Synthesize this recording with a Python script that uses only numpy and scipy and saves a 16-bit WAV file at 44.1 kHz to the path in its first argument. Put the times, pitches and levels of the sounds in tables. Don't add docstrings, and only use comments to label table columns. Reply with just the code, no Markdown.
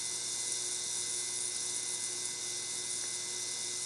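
import sys
import numpy as np
from scipy import signal
from scipy.fft import rfft, irfft
from scipy.io import wavfile

SR = 44100
rng = np.random.default_rng(int(sys.argv[2]) if len(sys.argv) > 2 else 0)


def generate_wav(sig):
    pcm = np.round(np.clip(np.atleast_2d(sig).T, -1, 1) * 32767).astype(np.int16)
    wavfile.write(sys.argv[1], SR, pcm)


N = 169785
T = np.arange(N) / SR
PULSE_HZ = 119.967


def cavitation():
    # frequency_hz, relative_density_db (per Hz)
    tank_spectrum = [(1500, -58.5), (3100, -35.5), (3300, -22.5), (3520, -6), (3640, -10), (3790, -2),
                     (3950, -9.5), (4170, -5), (4340, -11.5), (4570, -7.5), (4720, -15.5), (4970, -3),
                     (5120, -11), (5300, 1), (5520, -7), (5700, -3), (5950, 0), (6200, -3.5), (6500, -13),
                     (7500, -11), (10000, -42)]
    # frequency_hz, relative_density_db (per Hz)
    sizzle_spectrum = [(3000, -37), (5500, -17), (6700, -0.5), (7200, 0.5), (7600, -5.5), (8050, -1.5),
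                       (8350, 0), (8750, 1), (9050, -7.5), (10000, -8), (10600, -20), (12500, -41)]
    # frequency_hz, relative_density_db (per Hz)
    pop_spectrum = [(5000, -34), (8500, -4.5), (10000, 1.5), (10550, 1), (10900, -7), (11700, -11.5),
                    (12000, -12), (12450, -26), (14000, -55)]
    # frequency_hz, relative_density_db (per Hz)
    shrill_spectrum = [(7500, -45), (9050, -21), (9250, -5.5), (9450, 2), (9650, -3.5), (9790, 3),
                       (9920, -9.5), (10070, 0.5), (10330, -17.5), (11500, -51)]
    # time_s, relative_level_db
    tank_swell = [(0.0, -41.5), (0.63, -40.5), (1.41, -41.5), (1.5, -42.5), (1.59, -40.5), (2.34, -43),
                  (2.49, -41), (2.79, -43), (2.88, -41), (3.09, -42), (3.72, -40.5), (3.84, -42)]
    sizzle_swell = [(0.0, -43), (0.54, -41), (0.69, -42.0), (1.32, -41.5), (1.5, -44), (1.71, -41),
                    (1.83, -44), (1.92, -42), (2.67, -44.5), (2.76, -41.5), (2.85, -45.5), (2.94, -43.0),
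                    (3.63, -44.5), (3.84, -41.5)]
    shrill_swell = [(0.0, -42), (0.24, -48), (0.54, -41.5), (0.6, -44), (0.69, -41.5), (0.78, -45.5),
                    (1.2, -39), (1.26, -44.5), (1.35, -39.5), (1.86, -43.5), (1.92, -40), (2.31, -46.0),
                    (2.34, -51), (2.46, -45.5), (2.52, -49.5), (2.79, -42), (3.15, -43.0), (3.24, -52),
                    (3.33, -44), (3.39, -52), (3.45, -47.5), (3.84, -45.5)]
    tank_trim_db, sizzle_trim_db, pop_trim_db, shrill_trim_db = -1.87, 0.62, -8, -0.5
    flutter_hz = 13.3

    bursts, tank_bursts = rng.standard_normal((2, N))
    flutter, tank_flutter = wander(flutter_hz), wander(flutter_hz)

    tank = collapses(tank_bursts, tank_flutter, per_s=22000, spread_db=2.0, dip_db=2.4,
                     lag=-0.25, burst_db=0.5, flutter_db=0.56)
    sizzle = collapses(bursts, flutter, per_s=26000, spread_db=1.2, dip_db=7.5,
                       lag=0.087, burst_db=1.08, flutter_db=0.38)
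    pops = collapses(bursts, flutter, per_s=8000, spread_db=3.0, dip_db=10,
                     lag=0.098, burst_db=0.6, flutter_db=1.1)
    shrill = collapses(bursts, flutter, per_s=20000, spread_db=1.4, dip_db=20,
                       lag=0.069, burst_db=2.0, flutter_db=1.0)

    tank_hiss = amp(tank_trim_db) * level(tank_swell) * colour(tank, tank_spectrum)
    bright = amp(sizzle_trim_db) * colour(sizzle, sizzle_spectrum)
    bright += amp(pop_trim_db) * colour(pops, pop_spectrum)
    shrill_hiss = amp(shrill_trim_db) * level(shrill_swell) * colour(shrill, shrill_spectrum)
    return tank_hiss + level(sizzle_swell) * bright + shrill_hiss


def collapses(bursts, flutter, per_s, spread_db, dip_db, lag, burst_db, flutter_db):
    turns = T * PULSE_HZ - lag
    clicks = (rng.random(N) < per_s / SR) * rng.choice([-1, 1], N)
    size_db = spread_db * np.minimum(rng.exponential(1, N), 5)
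    pause = np.cos(np.pi * turns) ** 4
    burst = bursts[np.floor(turns).astype(int)]
    return clicks * amp(size_db - dip_db * pause + burst_db * burst + flutter_db * flutter)


def buzz():
    # multiple of the pulse rate, relative_level_db
    partials = [(2, -76), (3, -59), (4, -66), (7, -78), (8, -67), (9, -70), (11, -73), (12, -74), (13, -72),
                (14, -72), (15, -77), (17, -57), (18, -64), (19, -71), (20, -71), (23, -74), (24, -71),
                (28, -69), (29, -75), (30, -55), (31, -62), (32, -69), (33, -73), (34, -64), (35, -61),
                (36, -64), (37, -76), (38, -63), (39, -63), (40, -63), (41, -64), (42, -57), (43, -66),
                (44, -63), (45, -60), (46, -77), (47, -64), (48, -54), (49, -53), (50, -57), (51, -67),
                (52, -63), (53, -63), (54, -68), (55, -65)]
    # frequency_hz, waver_db
    waver_depth = [(360, 1.7), (960, 2.4), (2040, 1.4), (3600, 1), (4200, 1.5), (5900, 2.5)]
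    # time_s, gain_db
    whine_swell = [(0, 1.2), (1, 1), (1.5, -0.55), (3.85, 0)]
    # time_s, gain_db
    drone_swell = [(0, -2.5), (.72, 3), (.96, -1.5), (1.5, 2), (1.59, -7), (1.71, 3.5), (1.89, 0),
                   (2.19, 2.5), (2.31, -4), (2.45, 1.5), (3.38, 0), (3.48, 5), (3.56, -.5), (3.85, -1.5)]
    # time_s, gain_db
    whistle_swell = [(0, -1.5), (1.2, -0.5), (3.85, 1)]
    # time_s, gain_db
    ring_swell = [(0, 6), (.5, 5.5), (1.3, 0), (1.9, -2), (2.7, 0), (3.85, 1)]
    trim_db, whine_above_hz = 0.5, 3300

    own_swell = {3: drone_swell, 17: whistle_swell, 35: ring_swell}
    whine_gain = level(whine_swell)
    out = np.zeros(N)
    for multiple, db in partials:
        hz = multiple * PULSE_HZ
        if multiple in own_swell:
            swell = level(own_swell[multiple])
        elif hz > whine_above_hz:
            swell = whine_gain
        else:
            swell = 1
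        waver_db = np.interp(hz, *np.transpose(waver_depth))
        out += swell * tone(hz, db, waver_db, drift_rad=0.18)
    return amp(trim_db) * out


def tone(hz, db, waver_db, drift_rad):
    waver_hz = 6.2
    phase = 2 * np.pi * (hz * T + rng.random()) + drift_rad * wander(waver_hz)
    waver = unit(amp(waver_db * wander(waver_hz)))
    return np.sqrt(2) * amp(db) * waver * np.sin(phase)


def tick():
    # start_s, level_db, t60_s (time to fall by 60 dB)
    start_s, level_db, t60_s = (3.037, -42, .045)
    # frequency_hz, relative_density_db (per Hz)
    knock_spectrum = [(150, -26), (350, -5), (900, -5), (1300, -10), (1600, 1), (1950, 1), (2400, -22)]
    age_s = np.maximum(T - start_s, 0)
    decay = (T > start_s) * amp(level_db - 60 * age_s / t60_s)
    return decay * colour(rng.standard_normal(N), knock_spectrum)


def hum():
    # frequency_hz, level_db
    hum_partials = [(57, -83), (78, -82), (97, -76.5), (118.2, -64.5)]
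    return sum(tone(hz, db, waver_db=0.6, drift_rad=0.1) for hz, db in hum_partials)


def wash():
    # frequency_hz, relative_density_db (per Hz)
    wash_spectrum = [(20, -39), (55, -21), (100, -19.5), (160, -4.5), (210, -5), (280, -4.5), (360, -2.5),
                     (430, -7.5), (600, -8), (800, -7), (970, -5.5), (1100, -9.5), (1250, -12), (1400, -12),
                     (1540, -1), (1700, -11.5), (1950, -12.5), (2080, -7), (2350, -14.5), (2560, -8.5),
                     (2720, -14), (2860, -9), (2960, -16), (3200, -12.5), (4000, -20.5), (8000, -58)]
    level_db = -54.5
    return amp(level_db) * colour(rng.standard_normal(N), wash_spectrum)


def amp(db):
    return 10 ** (np.asarray(db) / 20)


def unit(x):
    return x / np.sqrt(np.mean(x ** 2) + 1e-20)


def level(curve):
    return amp(np.interp(T, *np.transpose(curve)))


def colour(x, points, size=16384):
    hz, db = np.transpose(points)
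    order = np.argsort(hz)
    log_hz = np.log(abs(np.fft.fftfreq(size, 1 / SR)) + 1)
    log_gain = np.log(amp(np.interp(log_hz, np.log(hz[order]), db[order])))
    response = np.exp(np.conj(signal.hilbert(log_gain)))
    ring = np.fft.ifft(response).real[:size // 2]
    led_in = np.concatenate([x[-size:], x])
    return unit(signal.fftconvolve(led_in, ring)[size:size + N])


def wander(hz, size=2048):
    span_s = 2 * N / SR
    f = np.fft.rfftfreq(size, span_s / size)
    weight = f / (f + 1) * np.exp(-(f / hz) ** 2)
    slow = irfft(rfft(rng.standard_normal(size)) * weight)
    return np.interp(T, np.linspace(0, span_s, size), unit(slow))


def scene():
    return (cavitation() + buzz() + tick() + hum() + wash())[None]


def record(dry):
    cut_hz = 12480
    low_pass = signal.firwin(511, cut_hz, window=("kaiser", 9), fs=SR)
    return signal.oaconvolve(dry, low_pass[None], "same")


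dry = scene()
out = record(dry)
generate_wav(out)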